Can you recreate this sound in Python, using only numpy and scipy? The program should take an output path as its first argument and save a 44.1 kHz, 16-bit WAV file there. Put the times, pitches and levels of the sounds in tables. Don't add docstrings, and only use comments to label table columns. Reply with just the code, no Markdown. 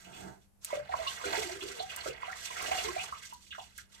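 import sys
import numpy as np
from scipy import signal
from scipy.fft import rfft, irfft
from scipy.io import wavfile

SR = 44100
rng = np.random.default_rng(int(sys.argv[2]) if len(sys.argv) > 2 else 0)


def generate_wav(sig):
    pcm = np.round(np.clip(np.atleast_2d(sig).T, -1, 1) * 32767).astype(np.int16)
    wavfile.write(sys.argv[1], SR, pcm)


N = 176400
T = np.arange(N) / SR

# (time [s], fine spray level [dB], wet slosh level [dB])
SWISH_STRENGTH = [(0.6,-95,-100),(0.62,-64,-71),(0.67,-59,-60.5),(0.75,-57.5,-49.5),(0.83,-81,-62.5),(0.89,-73,-54.5),(0.95,-60.5,-51),(1.04,-60,-49),(1.09,-50.5,-50),(1.19,-59.5,-52.5),(1.33,-51,-40),(1.41,-48,-46.5),(1.57,-59,-53.5),(1.68,-55,-51.5),(1.87,-65,-58.5),(1.91,-62.5,-49),(2.08,-57,-54.5),(2.14,-75,-53),(2.42,-55,-54),(2.5,-56,-52),(2.63,-50,-42.5),(2.73,-48.5,-42.5),(2.93,-53.5,-49),(3.08,-60.5,-52),(3.2,-67.5,-63.5),(3.47,-67,-80),(3.63,-64,-70),(3.71,-74.5,-71.5),(3.89,-89,-79),(4,-65,-62.5)]
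SLOSH_PER_S, SLOSH_SPREAD_DB = 800, 3
CHURN_PER_S = 240


def swish():
    # (frequency [Hz], relative level [dB])
    spray_as_heard = [(1500,-34),(3000,2),(5000,2.5),(8300,4.5),(9600,-16.5),(11000,-1.5),(13200,-10),(14500,-21),(16000,-69)]
    # (frequency [Hz], relative level [dB])
    slosh_tone = [(200,-26),(450,7),(750,-1.5),(1150,0.5),(1700,11.5),(3100,-0.5),(4300,-18),(7000,-54)]
    # (peak time [s], level [dB], width [s])
    bristle_flicks = [(.43,-76.5,0.027),(1.145,-61,0.0088),(1.26,-51,0.034),(1.754,-56.5,0.014),(1.825,-49,0.0037),(1.91,-52.5,0.022),(2.076,-50,0.017),(2.455,-49.5,.02),(2.847,-47.5,0.025),(3.028,-52.5,0.051),(3.175,-60,0.016),(3.257,-58,0.038),(3.34,-55.5,0.0052),(3.791,-58,0.031),(3.935,-67,0.034)]
    spray = amp(-1) * wide_crackle(per_s=2400, spread_db=1.5, tone=spray_as_heard) + flecks()
    slosh = amp(-6.5) * wide_crackle(SLOSH_PER_S, SLOSH_SPREAD_DB, slosh_tone)
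    flicks = sum(amp(db) * np.exp(-((T - peak) / width) ** 2) for peak, db, width in bristle_flicks)
    spurts = amp(1.3 * wander(per_s=130))
    spray_spurts = amp(2.4 * wander(per_s=130))
    spray_level = np.hypot(level_curve(SWISH_STRENGTH), flicks) * spray_spurts
    slosh_level = level_curve(SWISH_STRENGTH, column=2)
    return spurts * (spray * spray_level + (slosh + froth()) * slosh_level)


def flecks():
    return amp(-5.5) * bubble_swarm(per_s=260, spread_db=3.4, low_hz=2316, high_hz=8590, cycles=13)


def froth():
    return amp(-3.5) * bubble_swarm(per_s=330, spread_db=3, low_hz=807, high_hz=4720, cycles=16.3)


def squelches():
    # (start [s], level [dB], centre frequency [Hz], fade time [s])
    presses = [(0.045,-60,2760,0.21),(0.126,-57,3000,0.34),(0.73,-39.5,2400,0.016),(0.922,-43,1410,0.094),(1.069,-37.5,3900,0.061),(1.299,-45,2900,0.027),(1.607,-43.5,2900,0.089),(1.793,-44,3630,0.15),(1.895,-42,2780,0.046),
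               (2.004,-37,3720,0.016),(2.056,-40.5,1460,0.076),(2.059,-40.5,513,0.082),(2.24,-45.5,2610,0.06),(2.296,-37.5,1410,0.031),(2.844,-44,3550,0.1),(2.714,-38.5,2430,0.052),(2.78,-38,2770,0.089),(2.992,-37.5,2640,0.082),(3.088,-43,1480,0.022),(3.221,-52,1850,0.13),(3.507,-49,3100,0.23),(3.524,-47,1590,.07),(3.548,-43,1540,0.045),(3.581,-43.5,840,0.081),(3.594,-56,3080,0.15),(3.781,-45.5,1600,0.065)]
    attack_s, half_width_octaves = .001, 0.3
    out, t = np.zeros(N), T[:SR // 4]
    octave = np.log2(np.maximum(np.fft.rfftfreq(len(t), 1 / SR), 1))
    pops = crackle(per_s=3000, spread_db=3.5)
    for start, db, hz, fade_s in presses:
        band = 1 / (1 + ((octave - np.log2(hz)) / half_width_octaves) ** 4)
        shape = np.minimum(t / attack_s, 1) * fade(t, fade_s)
        own_pops = np.roll(pops, -int(start * SR))[:len(t)]
        burst = shape * irfft(rfft(own_pops) * band, len(t))
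        add(out, start, amp(db) * burst * np.linalg.norm(shape) / np.linalg.norm(burst))
    return out


def gulps():
    # (start [s], pitch [Hz], level [dB], fade time [s], glide [octaves/s])
    air_pockets = [(.702,982,-45,.09,-2),(.728,612,-23,.05,-8),(.770,573,-33,0.15,1),(.892,750,-36,0.18,-0.5),
                   (.921,1980,-31,0.0098,-12),(.922,790,-33,0.024,2),(.936,965,-29,0.034,8),(.942,680,-30.5,0.021,8),(.986,675,-33,0.17,-2),
                   (1.062,1113,-39.5,0.15,-1.5),(1.070,2725,-36,0.14,7.5),(1.210,1015,-35.5,0.02,-5),(1.239,1452,-34.5,0.06,-1.5),
                   (1.262,2440,-31,.025,4),(1.343,727,-40,0.053,-5),(1.412,747,-36.5,0.083,-6),(1.492,711,-42,0.084,-5),(1.800,721,-33.5,0.15,1.5),
                   (1.972,960,-44.5,0.043,6),(2.059,573,-27,0.028,-10.5),(2.081,436,-31,0.064,8),(2.229,1005,-29.5,0.02,0),(2.278,717,-38,0.11,2),(2.328,1923,-33.5,0.02,6),
                   (2.500,1055,-41.5,0.063,-11),(2.559,1880,-39,0.031,-3),(2.680,674,-36,0.058,-7),
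                   (2.712,744,-27.5,0.13,0),(2.783,693,-35.5,0.11,3),(2.881,1066,-37,0.055,-1),(2.962,724.5,-31.5,0.13,1.5),
                   (2.977,2230,-36.5,0.049,9),(3.122,1112,-34,0.053,15.5),(3.323,947,-39,0.055,3),(3.581,784,-36,0.049,-10)]
    out = np.zeros(N)
    level_shake = .26 * wander(CHURN_PER_S)
    pitch_shake = .024 * wander(CHURN_PER_S)
    for start, hz, db, fade_s, glide in air_pockets:
        wobble = np.roll(pitch_shake, -int(start * SR))[:int(fade_s * SR) + 2]
        add(out, start, amp(db) * bubble(hz * (1 + wobble), fade_s, glide, attack_s=1.4 / hz))
    return out * (1 + level_shake)


def gurgle():
    # (start [s], pitch [Hz], level [dB], length [s], glide [octaves/s])
    glugs = [(1.238,498,-37,0.022,-4),(1.251,395,-34.5,0.045,1),(1.289,407,-43,0.037,-2.5),(1.363,410,-33,0.055,2),(1.429,424,-43.5,0.057,-7.5),(1.506,359,-41.5,0.091,2.5),(1.621,362.3,-36,0.047,6.5),(1.688,410.5,-43.5,0.037,-3.5),(1.741,493,-47.5,0.093,-3.5),(2.844,426,-35.5,0.029,3.5),(2.876,342.4,-42,0.058,4)]
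    out = np.zeros(N)
    for start, hz, db, length, glide in glugs:
        t = T[:int(length * SR)]
        swell = np.sin(np.pi * (t / length) ** .7)
        add(out, start, amp(db) * swell * gliding_tone(t, hz, glide))
    return out * (1 + .42 * wander(CHURN_PER_S))


def slop():
    # (frequency [Hz], relative level [dB])
    water_tone = [(200,-21),(350,-8.5),(540,-9.5),(740,4.5),(950,-23),(1500,-39)]
    push = level_curve(SWISH_STRENGTH, column=2)
    heave = (push / push.max()) ** 1.7
    water = unit(colour(crackle(SLOSH_PER_S, SLOSH_SPREAD_DB), water_tone))
    return amp(-44) * water * heave


def ticks():
    # (time [s], strength [dB])
    taps = [(0.6469,-7),(1.9628,-11.5),(2.6244,-17),(3.3355,-26),(3.779,-18)]
    # (frequency [Hz], gain [dB])
    tap_as_heard = [(1000,-27),(2500,-10),(5000,-9),(8300,3),(10000,-3.5),(13000,0),(16000,-21)]
    out = np.zeros(N)
    for start, db in taps:
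        add(out, start, amp([db]))
    return colour(out, tap_as_heard)


def rub():
    # (frequency [Hz], relative level [dB])
    rub_tone = [(40,-15),(100,-1.5),(150,-5),(190,7),(240,-12),(400,-4),(560,-15.5),(800,-1.5),(1150,-20.5),(1520,-11),(2200,-29),(5000,-53)]
    # (time [s], level [dB])
    rub_level = [(0,-83),(.07,-56.5),(.13,-57.5),(.28,-50),(.37,-66.5),(.52,-102)]
    # (frequency [Hz], relative level [dB])
    hiss_as_heard = [(700,3.5),(1500,11.5),(2800,4.5),(5000,4.5),(8300,8.5),(9700,-12),(12000,2),(14500,-24)]
    # (time [s], level [dB])
    hiss_level = [(0,-59),(.09,-67.5),(.19,-56.5),(.35,-73),(.5,-97)]
    body = coloured_noise(rub_tone)
    hiss = unit(colour(crackle(per_s=1600, spread_db=3), hiss_as_heard))
    return body * level_curve(rub_level) + hiss * level_curve(hiss_level)


def basin_rumble(water):
    # (frequency [Hz], relative level [dB])
    basin_tone = [(25,-21),(50,-13),(72,3),(90,-11.5),(190,-10.5),(600,-52.5)]
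    ring = fade(T[:SR], fade_s=0.38) ** 2
    lingering_power = signal.fftconvolve(water ** 2, ring / ring.sum())[:N]
    loudness = np.sqrt(np.maximum(lingering_power, 1e-14))
    drive = unit(loudness ** 0.85) * np.std(water)
    return amp(-20) * drive * coloured_noise(basin_tone)


def background():
    # (frequency [Hz], relative level [dB])
    air_tone = [(25,-11),(65,0.5),(130,-12),(300,-18.5),(1000,-27.5),(4000,-38.5),(12000,-32),(16000,-54)]
    # (frequency [Hz], level [dB])
    hum_notes = [(100,-79),(198,-75.5)]
    air = np.array([coloured_noise(air_tone) for _ in range(2)])
    hum = sum(amp(db) * np.sqrt(2) * np.sin(2 * np.pi * (hz * T + rng.random())) for hz, db in hum_notes)
    return amp(-66) * air + hum


def room(x, pan_db, echo_db=0):
    right_delay_s, tail_gap_s, low_fade_s, treble_fade_s = .00046, 0.0091, 0.17, 0.068
    echoes_per_s, echo_gap_s, echo_decay_s = 1500, .002, 0.0029
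    below_4khz = signal.butter(1, 4000, fs=SR, output="sos")
    scatter = signal.butter(1, 1140, "high", fs=SR, output="sos")
    t, out = T[:SR // 2], []
    for sound, side, delay in zip(np.broadcast_to(x, (2, N)), (1, -1), (0, right_delay_s)):
        noise = rng.standard_normal(len(t))
        low = signal.sosfilt(below_4khz, noise)
        tail = (low * fade(t, low_fade_s) + (noise - low) * fade(t, treble_fade_s)) * (t > tail_gap_s)
        echoes = rng.standard_normal(len(t)) * (rng.random(len(t)) < echoes_per_s / SR)
        echoes = signal.sosfilt(scatter, echoes * (t > echo_gap_s) * np.exp(-t / echo_decay_s))
        response = amp(-6) * tail / np.linalg.norm(tail) + amp(4.5) * echoes / np.linalg.norm(echoes)
        response *= amp(echo_db)
        response[int(delay * SR)] += 1
        out.append(amp(side * pan_db / 2) * signal.fftconvolve(sound, response)[:N])
    return np.array(out)


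def bubble_swarm(per_s, spread_db, low_hz, high_hz, cycles):
    max_glide = 4.4
    out = np.zeros(N)
    for when, pitch, strength, life, rise in rng.random((4000, 5))[:int(per_s * N / SR)]:
        hz = low_hz * (high_hz / low_hz) ** pitch
        gain = amp(-spread_db * np.log(max(strength, .02)))
        fade_s = cycles * (.5 + life) / hz
        add(out, when * N / SR, gain * bubble(hz, fade_s, max_glide * rise, attack_s=1 / hz))
    return unit(out)


def bubble(hz, fade_s, glide, attack_s):
    t = T[:int(fade_s * SR) + 2]
    shape = np.minimum(t / attack_s, 1) * fade(np.maximum(t - attack_s, 0), fade_s)
    return shape * gliding_tone(t, hz, glide)


def gliding_tone(t, hz, glide):
    return np.sin(2 * np.pi * np.cumsum(hz * 2 ** (glide * t)) / SR)


def wide_crackle(per_s, spread_db, tone):
    own_share = 0.96
    common, left, right = (crackle(per_s, spread_db) for _ in range(3))
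    sides = [np.sqrt(1 - own_share) * common + np.sqrt(own_share) * own for own in (left, right)]
    return np.array([unit(colour(side, tone)) for side in sides])


def crackle(per_s, spread_db):
    size = amp(spread_db * np.minimum(rng.exponential(size=N), 5))
    clicks = rng.random(N) < per_s / SR
    return unit(clicks * size * rng.choice([-1, 1], N))


def coloured_noise(tone):
    return unit(colour(rng.standard_normal(N), tone))


def colour(x, tone):
    hz, db = np.array(tone).T
    size = 2 * len(x)
    bins_hz = np.maximum(np.fft.rfftfreq(size, 1 / SR), 1)
    gain = amp(np.interp(np.log(bins_hz), np.log(hz), db))
    return irfft(rfft(x, size) * gain)[:len(x)]


def wander(per_s):
    points = rng.standard_normal(4000)
    return 1.15 * np.interp(T * per_s, np.arange(len(points)), points)


def level_curve(rows, column=1):
    rows = np.array(rows)
    return amp(np.interp(T, rows[:, 0], rows[:, column], left=-120, right=-120))


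def fade(t, fade_s):
    return np.exp(-np.log(1000) * t / max(fade_s, 1e-4))


def amp(db):
    return 10 ** (np.asarray(db) / 20)


def unit(x):
    return x / np.sqrt(np.mean(x ** 2) + 1e-20)


def add(out, start, sound):
    i = int(np.clip(start * SR, 0, N - 1))
    out[i:i + len(sound)] += sound[:N - i]


def scene():
    deep = gulps() + gurgle() + slop()
    splash = swish() + squelches()
    rumble = basin_rumble(deep + splash.mean(axis=0))
    return (room(splash + rumble + rub(), pan_db=-4.5) + room(deep, pan_db=-3)
            + room(ticks(), pan_db=-3, echo_db=-6) + background())


def record(dry):
    top_hz = 15900
    return signal.sosfilt(signal.ellip(8, .2, 70, top_hz, fs=SR, output="sos"), dry)


dry = scene()
out = record(dry)
generate_wav(out)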